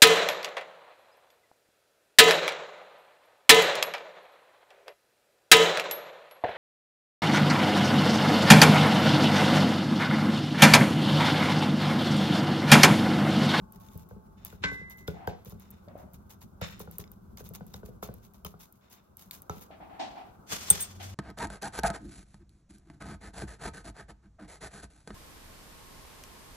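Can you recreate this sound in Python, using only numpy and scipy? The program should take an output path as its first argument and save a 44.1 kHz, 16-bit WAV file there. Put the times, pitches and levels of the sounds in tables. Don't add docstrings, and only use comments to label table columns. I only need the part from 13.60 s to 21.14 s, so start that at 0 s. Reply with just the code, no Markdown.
import sys
import numpy as np
from scipy import signal
from scipy.fft import rfft, irfft, next_fast_len
from scipy.io import wavfile
from scipy.ndimage import uniform_filter1d

SR = 44100
rng = np.random.default_rng(int(sys.argv[2]) if len(sys.argv) > 2 else 0)


def generate_wav(signal):
    frames = np.transpose(np.atleast_2d(signal))
    scaled = np.clip(frames, -1, 1) * 32767
    pcm = np.round(scaled).astype(np.int16)
    wavfile.write(sys.argv[1], SR, pcm)


N = 332705

# t/s, rumble level/dB, kitchen noise level/dB
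BACKGROUND_LEVELS = [(0, -53.5, -63.5), (1, -53.5, -69), (2.5, -54, -66), (4.6, -52, -67.5),
                     (5.05, -66.5, -70.5), (5.42, -65.5, -69.5), (5.55, -59.5, -70.5), (5.9, -60, -64),
                     (6.5, -61.5, -61.5), (7.54, -53.5, -63)]
# f/Hz, density level/dB
RUMBLE_SPECTRUM = [(25, -14.5), (43, -8), (81, -6), (151, -13), (199, -4.5), (276, -25.5), (400, -21.5),
                   (520, -64)]
KITCHEN_SPECTRUM = [(150, -25), (250, -1.5), (620, -6.5), (1210, -7), (1550, -11), (1750, -31.5),
                    (3000, -35)]
# f/Hz, correlation/1
LIKENESS = [(60, 0.84), (200, 0.81), (500, -0.19), (3000, 0.1), (8000, -0.48), (12500, 0.83)]

# f/Hz, level/dB (before a common offset)
WHINE_TONES = [(872.1, -69), (1098, -73)]
WHINE_T60_S = 7.4
# t/s, f/Hz, level/dB
HUM_COURSE = [(6.9, 83.9, -60), (7.036, 87, -63.5), (7.54, 97.1, -41.5)]
HUM_OCTAVE_DB = -18

# t/s, bump level/dB, rubbing level/dB, length/s, hollow pitch f/Hz, grit level against the rubbing/dB
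SHUFFLE_STROKES = [(1.537, -56, -53.5, 0.17, 740, -12), (2.277, -37.5, -55, 0.014, 624, -14),
                   (2.354, -27.5, -55.5, 0.059, 626, -41), (6.105, -35.5, -54, 0.012, 697, -5),
                   (6.202, -39, -51, 0.022, 744, -13), (6.293, -50, -53.5, 0.18, 753, -10),
                   (6.393, -45, -39, 0.019, 760, -4), (6.554, -36, -48, 0.047, 760, -9.5),
                   (7.396, -61, -50, 0.01, 720, 1)]
SHUFFLE_ATTACK_S, SHUFFLE_T60_S, BUMP_T60_S = 0.0067, 0.45, 0.022
HOLLOW_WIDTH_HZ, UNDERTONE_DB, BROAD_DB = 200, -6.5, -4
GRIT_TOP_HZ, GRIT_OPENS = 4380, 0.23

# t/s, click level/dB, hiss level/dB, hiss length/s
BRIGHT_TICKS = [(0.123, -45, -63.5, 0.03), (.2005, -58, -69, 0.23), (0.3764, -44.5, -73, 0.0046),
                (0.4892, -55, -66, 0.0067), (0.849, -31.5, -45.5, 0.0029), (.8994, -58, -69, 0.054),
                (1.1164, -59, -61, .02), (1.2986, -46.5, -54, 0.015), (1.374, -55, -63.5, 0.035),
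                (1.476, -43, -49, 0.0028), (1.6731, -46, -52, 0.0044), (1.8486, -47, -58.5, 0.023),
                (1.897, -45.5, -56, 0.01), (1.998, -49, -63.5, 0.022), (2.1053, -43.5, -86, 0.052),
                (2.112, -46, -86, .03), (2.378, -59, -65, 0.025), (2.535, -47.5, -63.5, 0.0065),
                (2.6953, -56, -51.5, 0.013), (2.8084, -64, -57.5, 0.0085), (3.014, -42, -60, 0.1),
                (3.1217, -57, -84, .01), (3.1942, -41.5, -50.5, 0.013), (3.3125, -44, -62.5, 0.035),
                (3.3841, -28.5, -47.5, 0.013), (3.517, -43.5, -67, .01), (3.772, -46, -51, 0.024),
                (3.842, -53, -58.5, 0.033), (3.89, -40.5, -80, .005), (3.937, -49, -47, 0.011),
                (4.0662, -49.5, -68, 0.054), (4.136, -54, -46.5, 0.0022), (4.252, -63, -58.5, 0.007),
                (4.426, -48, -44, 0.011), (4.54, -43, -66, 0.01), (4.624, -80, -64.5, 0.028),
                (4.737, -54, -63.5, 0.0063), (4.848, -34.5, -52, 0.022), (4.994, -59, -55.5, 0.038),
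                (5.125, -47, -69, 0.0031), (5.3, -61, -58.5, 0.042), (5.57, -42.5, -59.5, 0.074),
                (5.7105, -35.5, -50, 0.044), (5.82, -40, -71, 0.0091), (5.896, -49, -60.5, 0.12),
                (6.012, -50, -59.5, 0.022)]
# f/Hz, level/dB, t60/s
CLICK_MODES = [(13480, 5.5, 0.009)]
# f/Hz, density level/dB
HISS_SPECTRUM = [(5000, -14), (8260, -16), (9100, -21.5), (11400, -6.5), (15500, -10), (16500, -2)]
WASH_SPECTRUM = [(1000, 5), (1600, -13), (3500, -6), (5500, -5.5), (6500, 8), (7600, -34), (9200, -17)]
CLICK_T60_S, BURST_T60_S, BURST_BUILD_S = 0.014, 0.13, .012
HISS_DB, WASH_FLOOR_DB = -75, -88.5
WASH_DB = -5
CLICKS_PER_S, CLICKS_DB = 45, 10

# t/s, level/dB, slap level against the knock/dB
PAN_KNOCKS = [(.354, -48, -29), (0.512, -46, -2.5), (.563, -47.5, -15), (0.929, -47, -4),
              (1.041, -30.5, -19), (1.118, -40.5, -6.5), (1.214, -47, -6), (1.483, -29, -4.5),
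              (1.677, -28, 2.5), (1.865, -45.5, -24), (1.924, -45.5, -4.5), (3.017, -31.5, -2.5),
              (3.204, -37, -3), (3.277, -45, -2), (3.392, -41.5, -9), (3.807, -41, -6), (3.909, -44.5, -14),
              (4.01, -43.5, 0), (4.144, -46, 1), (4.233, -42, -5.5), (4.287, -44, -36), (4.4292, -37.5, 6),
              (4.491, -40.5, -5), (4.851, -42.5, 3), (4.942, -50.5, 0.5), (5.898, -35.5, 9.5),
              (5.965, -49, -1), (6.924, -42.5, 9), (7.109, -36, 4)]
# f/Hz, level/dB, t60/s
KNOCK_MODES = [(445.6, 5.5, 0.041), (645, -5, 0.042)]
BOOM_MODES = [(64.8, 2.5, 0.22), (111, 12.5, 0.051), (143.3, 16, 0.045), (155, 15.5, 0.058), (201, 6, 0.12)]
SLAP_MODES = [(720, 1, 0.018), (1066, -2.5, 0.016), (1394, -8.5, 0.037)]
BOOM_DB, BOOM_FOLLOWS = -47.5, 0.57
TAIL_DB, TAIL_T60_S = -26.5, 0.42
SOFT_CONTACT_S = 0.0012
PITCH_SPREAD = .07

# t/s, level/dB
RIM_CLANGS = [(1.038, -22.5)]
# f/Hz, level/dB, t60/s
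RIM_MODES = [(280, -13, .45), (1040, -8, .09), (1098, -21, .6), (1540, -2, .27), (1610, -22, .9),
             (2030, -7, .95), (2299, -15, .2), (1696, -22, .4)]

# t/s, level/dB, chatter length/s, chatter t60/s
SPOON_TOUCHES = [(7.101, -12.5, 0.00083, 0.057), (7.204, -32, 0.019, 0.089)]
# f/Hz, level/dB, t60/s
SPOON_MODES = [(3570, -18, 0.022), (6600, -12, 0.008), (8515, -3.5, 0.03), (10100, -7, 0.006),
               (12200, -28, 0.06), (13260, -18, 0.05), (13600, -14, .015), (14600, -9, 0.012),
               (15460, -13, .018)]
# t/s, level/dB
SLIDE_LEVELS = [(6.862, -84), (6.875, -55), (6.93, -37.5), (6.975, -45.5), (7.09, -49.5), (7.11, -45.5),
                (7.19, -44), (7.27, -53), (7.4, -67.5), (7.425, -48), (7.54, -60)]
# f/Hz, density level/dB
SLIDE_SPECTRUM = [(300, -2.5), (1810, -2.5), (6800, -2.5), (9280, -9), (13900, -8), (15700, -20),
                  (16500, -41)]
SLIDE_RING_DB = -34

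# t/s, level/dB, length/s
SEASONING_RUBS = [(0.764, -66.5, 0.15), (1.02, -47, 0.037), (1.466, -57.5, 0.0074), (1.979, -71, 0.18),
                  (3.009, -42.5, 0.032), (5.206, -70.5, 0.041), (5.32, -66, 0.012)]
RUB_ATTACK_S, RUB_T60_S = 0.013, 0.49
RUB_GRAINS_PER_S, RUB_GRAIN_DB = 2500, 4
# f/Hz, width/Hz, level/dB
BOWL_RESONANCES = [(3500, 350, 9), (5000, 550, 5), (6500, 800, 3)]
BOWL_BED_DB = 9.5
# t/s, level/dB
SPOON_TAPS = [(0.2867, -54), (.9028, -47.5), (1.4785, -36.5), (1.674, -36.5), (2.2846, -55), (2.816, -53),
              (3.014, -43), (3.4403, -45), (3.4772, -54.5), (3.7735, -42), (4.141, -38.5), (4.4286, -38),
              (4.8496, -37.5), (5.2117, -66), (5.7104, -32.5), (5.897, -38.5)]
# f/Hz, level/dB, t60/s
TAP_MODES = [(2100, -9, .01), (3400, -5, .016), (5050, -8, .011), (6900, -11, .012)]

# f/Hz, level against the mid/dB
PORT_GAP = [(60, -7), (200, -9.5), (500, -6.5), (1400, 3.5), (3500, 1), (8500, 2), (10500, 11.5),
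            (12000, 5), (16000, -50)]
ROOM_T60_S, WALL_CUT_HZ, ROOM_DB = 0.34, 2500, -12
LEAN_DB, BASS_CUT_HZ, CUTOFF_HZ = .5, 38, 16850


def amp(db):
    return 10 ** (np.asarray(db) / 20)


def rms_one(x):
    return x / np.sqrt(np.mean(x ** 2) + 1e-20)


def in_time(rows, outside=None):
    s, *columns = np.transpose(rows)
    return [np.interp(np.arange(N) / SR, s, column, outside, outside) for column in columns]


def at_hz(points, hz):
    table_hz, values = np.array(points).T
    return np.interp(np.log(hz + 1), np.log(table_hz + 1), values)


def band(x, low_hz, high_hz):
    edges = [low_hz, min(high_hz, .45 * SR)]
    return signal.sosfilt(signal.butter(2, edges, "band", fs=SR, output="sos"), x + 1e-18)


def drift(rate):
    points = rng.standard_normal(int(N / SR * rate) + 3)
    return np.interp(np.arange(N) / SR * rate, np.arange(len(points)), points)


def noise(spectrum, patchy_db):
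    hz = np.fft.rfftfreq(N, 1 / SR)
    alike = np.clip(at_hz(LIKENESS, hz), -.9, .95)
    mid, side = rfft(rng.standard_normal((2, N))) * amp(at_hz(spectrum, hz))
    mid = irfft(mid, N)
    side = irfft(side * np.sqrt((1 - alike) / (1 + alike)), N)
    stereo = (mid + side * [[1], [-1]]) / np.std(mid)
    return amp(patchy_db * drift(45)) * stereo


def fades(times, db, t60, hold=0.):
    level, t = np.zeros(N), np.arange(SR // 2) / SR
    for s, peak_db, fall, wait in np.broadcast(times, db, t60, hold):
        start = int(s * SR)
        decay = amp(peak_db - 60 * np.maximum(t - wait, 0) / max(fall, .003))
        level[start:start + len(t)] += decay[:N - start]
    return level


def build_up(level, seconds):
    return uniform_filter1d(level, size=max(int(seconds * SR), 1))


def puffs(times, db, t60):
    return fades(times, db, t60) * rng.standard_normal(N)


def ring(force, hz, t60):
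    radius, w = amp(-60 / (t60 * SR)), 2 * np.pi * hz / SR
    return signal.lfilter([0, np.sin(w)], [1, -2 * radius * np.cos(w), radius ** 2], force + 1e-18)


def strike(times, db, modes, spread_db, detune=0.):
    hz, level_db, t60 = np.transpose(modes)[:, :, None]
    t = np.arange(int(2 * t60.max() * SR)) / SR
    out = np.zeros(N + SR * 4)
    signs = (-1.) ** np.arange(len(modes))[:, None]
    chances = rng.standard_normal((len(times), 2, len(modes), 1))
    for s, peak_db, (strength, shift) in zip(times, db, chances):
        decay = amp(peak_db + level_db + spread_db * strength - 60 * t / t60)
        rings = decay * np.sin(2 * np.pi * hz * (1 + detune * shift) * t)
        out[int(s * SR):][:len(t)] += (signs * rings).sum(axis=0)
    return out[:N]


def soft(x):
    window = np.hanning(max(int(SOFT_CONTACT_S * SR), 3))
    return signal.lfilter(window / window.sum(), [1], x)


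def bowl(x):
    bed = amp(BOWL_BED_DB) * band(x, 900, 3400)
    return bed + sum(amp(db) * band(x, hz - width / 2, hz + width / 2) for hz, width, db in BOWL_RESONANCES)


def ports(x):
    gap = amp(at_hz(PORT_GAP, np.fft.rfftfreq(N, 1 / SR)))
    side = irfft(rfft(x) * -1j * gap, N)
    return x + side * [[1], [-1]]


def room(x):
    size = next_fast_len(N + SR)
    w = 2 * np.pi * np.fft.rfftfreq(size)
    dull = 1 / (1 + 1j * w * SR / (2 * np.pi * WALL_CUT_HZ))
    spectrum, sides = rfft(x, size), []
    for lags in rng.uniform(.009, .03, (2, 6)) * SR:
        loops = [amp(-60 * lag / SR / ROOM_T60_S) * dull * np.exp(-1j * w * int(lag)) for lag in lags]
        response = sum((-1) ** k * loop / (1 - loop) for k, loop in enumerate(loops))
        sides.append(irfft(spectrum * response, size)[:N])
    return np.array(sides)


def background():
    rumble_db, kitchen_db = in_time(BACKGROUND_LEVELS)
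    rumble = amp(rumble_db) * noise(RUMBLE_SPECTRUM, patchy_db=3.5)
    return rumble + amp(kitchen_db) * noise(KITCHEN_SPECTRUM, patchy_db=1.2)


def whine():
    white, t = rng.standard_normal((2, N)), np.arange(N) / SR
    return sum(amp(db + 5 - 60 * t / WHINE_T60_S) * rms_one(band(white, hz - 8, hz + 8))
               for hz, db in WHINE_TONES)


def hum():
    phase = 2 * np.pi * np.cumsum(in_time(HUM_COURSE)[0]) / SR
    tone = np.sin(phase) + amp(HUM_OCTAVE_DB) * np.sin(2 * phase)
    return amp(in_time(HUM_COURSE, -120)[1]) * np.sqrt(2) * tone


def shuffle():
    white, out = rng.standard_normal((2, N + SR)), np.zeros((2, N + SR))
    lumps, t = amp(1.5 * drift(60)), np.arange(SR // 2) / SR
    for s, bump_db, db, length, hz, grit_db in SHUFFLE_STROKES:
        span = slice(int(s * SR), int(s * SR) + len(t))
        rub = white[:, span]
        hollow = rms_one(band(rub, hz - HOLLOW_WIDTH_HZ / 2, hz + HOLLOW_WIDTH_HZ / 2))
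        undertone = amp(UNDERTONE_DB) * rms_one(band(rub, 244, 386))
        broad = amp(BROAD_DB) * rms_one(band(rub, 353, 980))
        top_hz = np.clip(GRIT_TOP_HZ * amp(GRIT_OPENS * (db + grit_db + 65)), 2600, 12000)
        grit = amp(grit_db) * rms_one(band(band(rub, 560, top_hz / 2), 340, top_hz))
        attack = np.minimum(t / SHUFFLE_ATTACK_S, 1)
        stroke = attack * amp(db - 60 * np.maximum(t - length, 0) / SHUFFLE_T60_S)
        bump = soft(ring(amp(bump_db) * (t == 0), hz, BUMP_T60_S))
        out[:, span] += stroke * (hollow + undertone + broad + grit) + bump
    return out[:, :N] * lumps


def ticks():
    s, db, hiss_db, length = np.transpose(BRIGHT_TICKS)
    click = strike(s, db, CLICK_MODES, spread_db=1.5, detune=PITCH_SPREAD)
    click = click + band(puffs(s, db, CLICK_T60_S), 9500, 16500)
    grain = amp(2.5 * drift(120) + 3 * drift(700))
    impulses = (rng.random(N) < CLICKS_PER_S / SR) * amp(CLICKS_DB) * rng.random(N)
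    small_clicks = signal.lfilter([1], [1, -amp(-60 / (CLICK_T60_S * SR))], impulses)
    swell = build_up(fades(s + BURST_BUILD_S / 4, hiss_db, BURST_T60_S, hold=length), BURST_BUILD_S)
    hiss = (swell * (grain + small_clicks) + amp(HISS_DB)) * noise(HISS_SPECTRUM, patchy_db=2.5)
    wash_level = amp(WASH_DB) * swell * grain + amp(WASH_FLOOR_DB)
    wash = wash_level * rms_one(bowl(noise(WASH_SPECTRUM, patchy_db=2)))
    return click + hiss + wash


def clang():
    s, db = np.transpose(RIM_CLANGS)
    crack = puffs(s, db + 5, .055) * amp(4 * drift(500))
    return strike(s, db - 6, RIM_MODES, spread_db=0.) + band(band(crack, 900, 4500), 600, 5000)


def clinks():
    s, db, length, t60 = np.transpose(SPOON_TOUCHES)
    chatter = fades(s, db, t60, hold=length)
    rattling = sum(amp(level_db - 17.5) * ring(chatter * rng.standard_normal(N), hz, fall)
                   for hz, level_db, fall in SPOON_MODES)
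    return rattling + strike(s, db, SPOON_MODES, spread_db=1.5)


def slide():
    rub = noise(SLIDE_SPECTRUM, patchy_db=2)
    sung = sum(ring(rub, hz, t60) for hz, _, t60 in SPOON_MODES[:2])
    level_db = in_time(SLIDE_LEVELS, -120)[0] + 2.4 * drift(90)
    return amp(level_db) * (rub + amp(SLIDE_RING_DB) * sung)


def knocks():
    s, db, slap_db = np.transpose(PAN_KNOCKS)
    slap_db = db + slap_db
    body = strike(s, db - 2, KNOCK_MODES, spread_db=1.5, detune=PITCH_SPREAD / 2)
    boom = strike(s + .004, BOOM_DB + BOOM_FOLLOWS * (db + 40), BOOM_MODES, spread_db=2.5)
    slap = strike(s - .002, slap_db, SLAP_MODES, spread_db=3.0, detune=PITCH_SPREAD)
    rustle = puffs(s, slap_db + TAIL_DB, TAIL_T60_S)
    tail = band(band(rustle, 800, 7000), 600, 5500) * amp(2 * drift(90))
    return soft(body + boom) + band(slap + tail, 472, 8100)


def rubs():
    s, db, length = np.transpose(SEASONING_RUBS)
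    strokes = build_up(fades(s + RUB_ATTACK_S / 2, db, RUB_T60_S, hold=length), RUB_ATTACK_S)
    present = rng.random((2, N)) < RUB_GRAINS_PER_S / SR
    height = amp(RUB_GRAIN_DB * np.minimum(rng.exponential(1, (2, N)), 3))
    grains = present * height * rng.choice([-1, 1], (2, N))
    return strokes * amp(2.25 * drift(70)) * rms_one(bowl(grains))


def taps():
    s, db = np.transpose(SPOON_TAPS)
    return strike(s, db, TAP_MODES, spread_db=3.5, detune=PITCH_SPREAD)


def scene():
    far = background() + whine() + hum() + shuffle()
    near = clang() + clinks() + knocks() + taps()
    return far + ticks() + slide() + rubs() + ports(near) + amp(ROOM_DB) * room(near)


def record(dry):
    leaning = dry * amp([[LEAN_DB], [-LEAN_DB]])
    bass_cut = signal.lfilter(*signal.butter(2, BASS_CUT_HZ, "high", fs=SR), leaning)
    return signal.sosfilt(signal.cheby2(14, 70, CUTOFF_HZ, fs=SR, output="sos"), bass_cut)


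dry = scene()
out = record(dry)
generate_wav(out)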